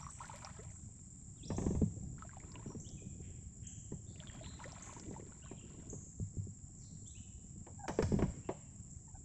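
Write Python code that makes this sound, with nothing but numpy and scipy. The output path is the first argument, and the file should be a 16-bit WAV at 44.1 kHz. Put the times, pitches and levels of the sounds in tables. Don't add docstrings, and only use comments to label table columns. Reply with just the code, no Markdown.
import sys
import numpy as np
from scipy import signal
from scipy.io import wavfile
from scipy.ndimage import uniform_filter1d

SR = 44100
rng = np.random.default_rng(int(sys.argv[2]) if len(sys.argv) > 2 else 0)


def wav_out(sig):
    wavfile.write(sys.argv[1], SR, np.round(np.clip(np.atleast_2d(sig).T, -1, 1) * 32767).astype(np.int16))


N = 407484

# start_s, level_db, slap_db (added to level_db), spot_hz (pitch of the spot touched)
HULL_CONTACTS = [(1.502, -28.5, -10.5, 144), (1.581, -26.5, -9.5, 141), (1.619, -32.5, -11, 225),
                 (1.663, -21.5, -19, 147), (1.705, -27, -21, 207), (1.748, -27, -20.5, 96),
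                 (1.815, -20.5, -24.5, 160), (2.659, -37.5, -19, 190), (2.747, -37, -19.5, 199),
                 (3.919, -32, -22, 192), (5.109, -36.5, -16, 202), (5.512, -38, -11, 219),
                 (5.928, -37, -16, 203), (6.197, -31.5, -53, 96), (6.367, -33, -65, 89),
                 (6.467, -39.5, -51, 162), (7.665, -48, -1.5, 523), (7.88, -38, 8, 300),
                 (7.892, -30, -4, 179), (7.987, -20.5, -10.5, 396), (8.024, -24.5, -5, 93),
                 (8.119, -22, -21, 166), (8.138, -24.5, -21, 168), (8.189, -28.5, -6, 302),
                 (8.222, -21, -10.5, 190), (8.489, -27.5, -6, 380)]


def knocks_and_scrape():
    booms, slaps = np.zeros((2, N))
    bursts = rng.standard_normal((len(HULL_CONTACTS), SR // 4))
    for (start_s, level_db, slap_db, spot_hz), burst in zip(HULL_CONTACTS, bursts):
        add(booms, start_s, gain_of(level_db) * hull_boom(burst, spot_hz, slap_db))
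        add(slaps, start_s, gain_of(level_db + slap_db) * deck_slap(burst, level_db + slap_db))
    treble = np.gradient(slaps)
    return booms + slaps + gain_of(1) * echo(treble, fade_s=1.0, rise_s=0.0058)


# pitch_hz, level_db, fade_s (time to drop by 60 dB)
HULL_TONES = [(99.5, 4.5, 0.37), (124.4, 5, 0.13), (152.5, 8, 0.17), (192.3, 9, 0.14), (345.5, 1.5, 0.098),
              (391, 8.5, 0.088), (516, 0, 0.12)]


def hull_boom(detunes, spot_hz, slap_db):
    out = 0
    for (hz, db, fade_s), detune in zip(HULL_TONES, detunes):
        t = np.maximum(np.arange(SR // 3) / SR - 0.59 / hz, 0)
        ring_db = db - 8.5 * np.log2(hz / spot_hz) ** 2
        thump_db = db + 5.5 + 0.26 * slap_db - 3.6 * np.log2(hz / spot_hz / 2.24) ** 2
        fade = gain_of(ring_db - 60 * t / fade_s) + gain_of(thump_db - 220 * t / fade_s)
        tone = np.sin(2 * np.pi * hz * (1 + 0.067 * detune) * t)
        out += fade * tone * (1 - np.exp(-3 * hz * t))
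    return out / abs(out).max()


# pitch_hz, level_db, fade_s
DECK_BANDS = [(602, 4.5, 0.2), (800, 10, 0.083), (1495, 4.5, 0.062), (2170, -5.5, 0.025),
              (3750, -14.5, 0.027), (5100, -13.5, 0.044)]


def deck_slap(burst, level_db):
    t = np.arange(len(burst)) / SR
    tilt_db_per_octave = max(2.6 * (level_db + 32.5), -3.5)
    out = 0
    for hz, db, fade_s in DECK_BANDS:
        band = signal.lfilter(*signal.butter(2, [hz / 1.25, hz * 1.25], "band", fs=SR), burst)
        out += gain_of(db + tilt_db_per_octave * np.log2(hz / 1000) - 60 * t / fade_s) * evened(band)
    return out * (1 - np.exp(-t / 0.00033)) / abs(out).max()


# pitch_hz, relative_db
RUMBLE_COLOUR = [(20, -26), (75, 1), (180, -6.5), (310, -22.5), (520, -45.5), (800, -31)]
GURGLING_COLOUR = [(200, -0.5), (340, 1.5), (480, -9), (700, -17)]
# start_s, hold_s, rumble_db, gurgle_db
WAVELETS = [(1.57, 0.16, -45.5, -50.5), (2.002, 0.11, -47.5, -62.5), (2.454, 0.48, -53, -62),
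            (2.933, 0.34, -52.5, -64.5), (4.106, 0.62, -58, -64), (5.06, 0.084, -55.5, -52.5),
            (5.69, 0.24, -79, -59), (8.16, 0.063, -37, -47.5)]


def lapping():
    rumble = noise(RUMBLE_COLOUR, patchy_db=1.5, flicker_db=-2.5, size=1024)
    gurgle = noise(GURGLING_COLOUR, patchy_db=6.5, flicker_db=2, size=512)
    rows = np.array(WAVELETS)
    rumble *= swells(rows[:, [0, 1, 2]], rise_db_per_s=110, fall_db_per_s=86, rest_db=-53.5)
    gurgle *= swells(rows[:, [0, 1, 3]], rise_db_per_s=110, fall_db_per_s=86, rest_db=-74)
    return rumble + gurgle


# start_s, level_db, pitch_hz, glide (how much the pitch climbs)
PADDLE_DRIPS = [(0.03, -41, 1206, 0.0041), (0.066, -36, 1160, 0.0079), (0.088, -44, 1140, 0.0028),
                (0.204, -43.5, 930, 0.017), (0.244, -41, 1430, 0.002), (0.296, -39, 880, 0.0046),
                (0.314, -42.5, 1240, .005), (0.338, -47, 550, 0.039), (0.454, -49, 780, 0.033),
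                (0.471, -38.5, 1220, 0.0035), (0.59, -44, 420, 0.1), (2.181, -51, 1290, 0.31),
                (2.223, -36.5, 1286, 0.0018), (2.25, -46.5, 700, 0.0063), (2.293, -44.5, 1560, .005),
                (2.333, -48, 1150, 0.0078), (2.369, -41.5, 750, 0.0028), (2.555, -49, 970, 0.018),
                (4.41, -43, 652, 0.0054), (4.612, -46, 930, 0.041), (4.654, -42.5, 513, 0.13),
                (4.729, -44.5, 730, 0.0038), (4.964, -46, 934, .005), (5.163, -41.5, 886, 0.014)]
# start_s, level_db, pitch_hz
SPATTERS = [(0.4475, -31, 5400), (2.4026, -48, 2100), (2.5194, -42.5, 5000), (2.556, -38.5, 2700),
            (2.891, -39.5, 5600), (4.159, -48, 2670), (4.202, -37.5, 3230), (4.272, -40, 3360),
            (4.298, -44, 1800), (4.444, -42.5, 2750), (4.461, -40.5, 3360), (4.642, -37, 1880),
            (4.721, -37.5, 5600), (4.998, -38, 5600)]
# start_s, level_db
SHARP_TICKS = [(0.36, -28), (3.2436, -46), (4.3436, -56), (4.4883, -40), (4.8545, -51), (4.8809, -49),
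               (7.8867, -25), (8.0262, -29.5)]


def drips():
    out = np.zeros(N)
    for start_s, db, hz, glide in PADDLE_DRIPS:
        add(out, start_s, gain_of(db) * bubble(hz, cycles=9 + 150 * min(glide, 0.04), glide=glide))
        add(out, start_s, gain_of(db - 10) * tick(3 * hz))
    for start_s, db, hz in SPATTERS:
        add(out, start_s, gain_of(db) * bubble(hz, cycles=6.2, glide=0.019))
        add(out, start_s, gain_of(db - 9) * tick())
    for start_s, db in SHARP_TICKS:
        add(out, start_s, gain_of(db) * tick())
    return out


def bubble(hz, cycles, glide):
    age = np.arange(int(3 * cycles / hz * SR)) * hz / SR / cycles
    turns = cycles * age * (1 + glide * age ** 2)
    return np.sin(2 * np.pi * turns) * np.exp(-1.9 * age) * (1 - np.exp(-14 * age))


def tick(hz=9000):
    return bubble(hz, cycles=1, glide=0)


# pitch_hz, relative_db
WATER_COLOUR = [(300, -50.5), (600, 6.5), (1200, 9.5), (2500, 6), (5000, -4.5), (9000, -1.5), (13000, -29)]
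# start_s, hold_s, level_db
BLADE_POURS = [(0, 0.036, -63), (.2, 0.3, -59), (2.22, 0.43, -69.5), (4.22, 0.38, -64.5), (4.6, 0.36, -60),
               (5.06, 0.37, -71.5), (5.68, 0.15, -71)]


def trickle():
    colour_hz, colour_db = np.transpose(WATER_COLOUR)
    bubbles = np.zeros(N)
    for hz in np.geomspace(350, 6000, num=40):
        size = min(1400 / hz, 1)
        hits = random_hits(per_s=14 * size, shape=N)
        ring = bubble(hz, cycles=size ** 1.5 * rng.uniform(6, 20), glide=rng.uniform(0, 0.04))
        strength = gain_of(np.interp(np.log(hz), np.log(colour_hz), colour_db)) * np.sqrt(hz)
        bubbles += strength * signal.oaconvolve(hits, ring)[:N]
    rush = noise(WATER_COLOUR, patchy_db=5, flicker_db=3.5, size=256)
    ticks = np.zeros(N)
    for hits, hz in zip(random_hits(per_s=20, shape=(4, N)), np.geomspace(2500, 9000, num=4)):
        ticks += evened(signal.oaconvolve(hits, tick(hz))[:N])
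    clumps = gain_of(5 * evened(uniform_filter1d(rng.standard_normal(N), size=1500)))
    pouring = swells(BLADE_POURS, rise_db_per_s=227, fall_db_per_s=67)
    wash = gain_of(-86) * noise(WATER_COLOUR, patchy_db=-2.5, flicker_db=5, size=512)
    return (evened(bubbles * clumps) + gain_of(-6) * rush + gain_of(-16) * ticks) * pouring + wash


# start_s, length_s, level_db, pitch_hz
PADDLE_TONES = [(7.779, 0.069, -55, 818), (7.834, 0.027, -44, 765), (9.073, .04, -69, 880),
                (9.14, 0.046, -60, 744)]


def squeaks_and_plops():
    out = np.zeros(N)
    for start_s, length_s, db, hz in PADDLE_TONES:
        add(out, start_s, whistle(length_s, db, hz, hz, hz, octave_db=-15))
    return out


# start_s, level_db
NEAR_CHIRPS = [(0.0995, -50.5), (0.7075, -52), (1.568, -45.5), (2.8015, -47.5), (3.6694, -47),
               (4.8242, -47), (5.9009, -50), (7.074, -48.5), (8.9086, -57)]
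# start_s, length_s, level_db, first_hz, middle_hz, last_hz
FAR_SONG = [(0, 0.061, -63, 5400, 5630, 5570), (1.357, 0.11, -76, 4500, 2730, 2670),
            (1.427, 0.042, -56, 3100, 4210, 6600), (1.474, 0.018, -54, 6200, 5500, 7500),
            (2.654, 0.089, -69, 5900, 5580, 5560), (2.843, 0.045, -67, 2920, 3090, 4100),
            (2.972, 0.027, -65, 2640, 2480, 2300), (4.277, 0.029, -61, 3000, 3150, 2500),
            (5.416, 0.045, -68.5, 2510, 3040, 3960), (5.445, 0.081, -70, 3830, 2600, 2320),
            (5.568, 0.035, -66.5, 3720, 3050, 2440), (5.609, 0.03, -65, 2630, 2860, 2670),
            (7.05, 0.07, -70.5, 2770, 3560, 3760), (7.146, 0.063, -66.5, 2236, 2890, 2930)]
DEEP_CALLS = [(3.217, 0.016, -63, 1200, 2214, 3670), (3.623, 0.019, -64, 1200, 2236, 3420),
              (4.061, 0.056, -67.5, 2890, 4350, 5160), (4.419, 0.02, -57.5, 3270, 3710, 4180),
              (6.752, 0.1, -65, 6650, 5150, 3160), (8.423, 0.055, -66, 2350, 2910, 3180)]


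def birds():
    near, far, deep = np.zeros((3, N))
    for start_s, db in NEAR_CHIRPS:
        add(near, start_s - 0.002, whistle(0.013, db, first_hz=5480, middle_hz=7300, last_hz=7800))
    for bird, notes in (far, FAR_SONG), (deep, DEEP_CALLS):
        for start_s, *note in notes:
            add(bird, start_s, whistle(*note))
    near_echo = gain_of(3.5) * echo(near, fade_s=1.34, rise_s=0.0023)
    far_echo = echo(gain_of(-0.5) * far + deep, fade_s=1.0, rise_s=0.0095)
    return near + near_echo + far + gain_of(-15) * deep + far_echo


def whistle(length_s, db, first_hz, middle_hz, last_hz, octave_db=-22):
    along = np.linspace(-1, 1, int(length_s * SR))
    slope_hz, curve_hz = (last_hz - first_hz) / 2, (first_hz + last_hz) / 2 - middle_hz
    hz = middle_hz + slope_hz * along + curve_hz * along ** 2
    jitter = uniform_filter1d(rng.standard_normal(SR // 8), size=200)
    waver = evened(uniform_filter1d(jitter, size=200))[:len(hz)]
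    phase = 2 * np.pi * np.cumsum(hz * (1 + 0.025 * waver)) / SR
    tone = np.sin(phase) + gain_of(octave_db) * np.sin(2 * phase)
    return gain_of(db + 4.5 * waver) * tone * signal.windows.tukey(len(hz), 0.4)


# pitch_hz, relative_db
CICADA_COLOUR = [(900, -20.5), (4000, -45.5), (5300, -19), (6400, -21), (7100, 1.5), (7500, 5),
                 (8000, -8.5), (8500, -55.5), (9000, -33), (10400, -27.5), (11000, -81)]


def cicadas():
    return gain_of(-60.5) * noise(CICADA_COLOUR, patchy_db=-0.6, flicker_db=-1.84, size=512)


def thin_insect(level_db=-74.5, hold_s=1.84, throbs_per_s=59):
    hiss = noise([(8050, -4.5), (8500, -10.5)], patchy_db=0, flicker_db=1, size=512)
    throb = 1 + 0.42 * np.sin(2 * np.pi * throbs_per_s * np.arange(N) / SR)
    return swells([(0.0082, hold_s, level_db)], rise_db_per_s=0, fall_db_per_s=170) * throb * hiss


def echo(sound, fade_s, rise_s):
    t = np.arange(2 * SR) / SR
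    tail = rng.standard_normal(len(t)) * gain_of(-60 * t / fade_s) * (1 - np.exp(-t / rise_s))
    return signal.fftconvolve(sound, tail / np.linalg.norm(tail))[:N]


def noise(colour, patchy_db, flicker_db, size):
    frames, hz = 4 * N // size + 5, np.fft.rfftfreq(size, 1 / SR)
    real, imag, patches = rng.standard_normal((frames, len(hz), 3)).T
    patches = evened(uniform_filter1d(uniform_filter1d(patches, size=6, axis=0), size=6, axis=1))
    colour_hz, db = np.transpose(colour)
    shape_db = np.interp(np.log(hz + 1), np.log(colour_hz + 1), db, left=db[0] - 30, right=db[-1] - 30)
    level_db = shape_db[:, None] + patchy_db * patches + flicker_db * rng.standard_normal(frames)
    spectra = (real + 1j * imag) * gain_of(level_db)
    return evened(signal.istft(spectra, nperseg=size, noverlap=size - size // 4)[1][:N])


def swells(rows, rise_db_per_s, fall_db_per_s, rest_db=-140):
    t, power = np.arange(N) / SR, gain_of(2 * rest_db)
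    for start_s, hold_s, db in rows:
        before_s, after_s = np.maximum(start_s - t, 0), np.maximum(t - start_s - hold_s, 0)
        power += gain_of(2 * (db - rise_db_per_s * before_s - fall_db_per_s * after_s))
    return np.sqrt(power)


def random_hits(per_s, shape):
    strength = gain_of(4 * np.minimum(rng.exponential(1, shape), 3))
    return strength * (rng.random(shape) < per_s / SR)


def gain_of(db):
    return 10 ** (np.asarray(db) / 20)


def evened(x):
    return x / np.sqrt(np.mean(x ** 2) + 1e-20)


def add(mix, start_s, sound):
    part = mix[round(start_s * SR):][:len(sound)]
    part += sound[:len(part)]


def scene():
    insects = cicadas() + thin_insect()
    paddle = drips() + trickle() + squeaks_and_plops()
    hull = lapping() + knocks_and_scrape()
    paddle_echo = gain_of(-7.5) * echo(paddle, fade_s=0.047, rise_s=0.00095)
    return (hull + paddle + paddle_echo + birds() + insects)[None]


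def record(dry, cutoff_hz=12800):
    treble = gain_of(-9.5)
    case = signal.firwin2(255, [0, 8300, 9000, SR / 2], [1, 1, treble, treble / 4], fs=SR)
    cutoff = signal.firwin(511, cutoff_hz, window=("kaiser", 9), fs=SR)
    return signal.oaconvolve(dry, np.convolve(case, cutoff)[None], "same")


dry = scene()
out = record(dry)
wav_out(out)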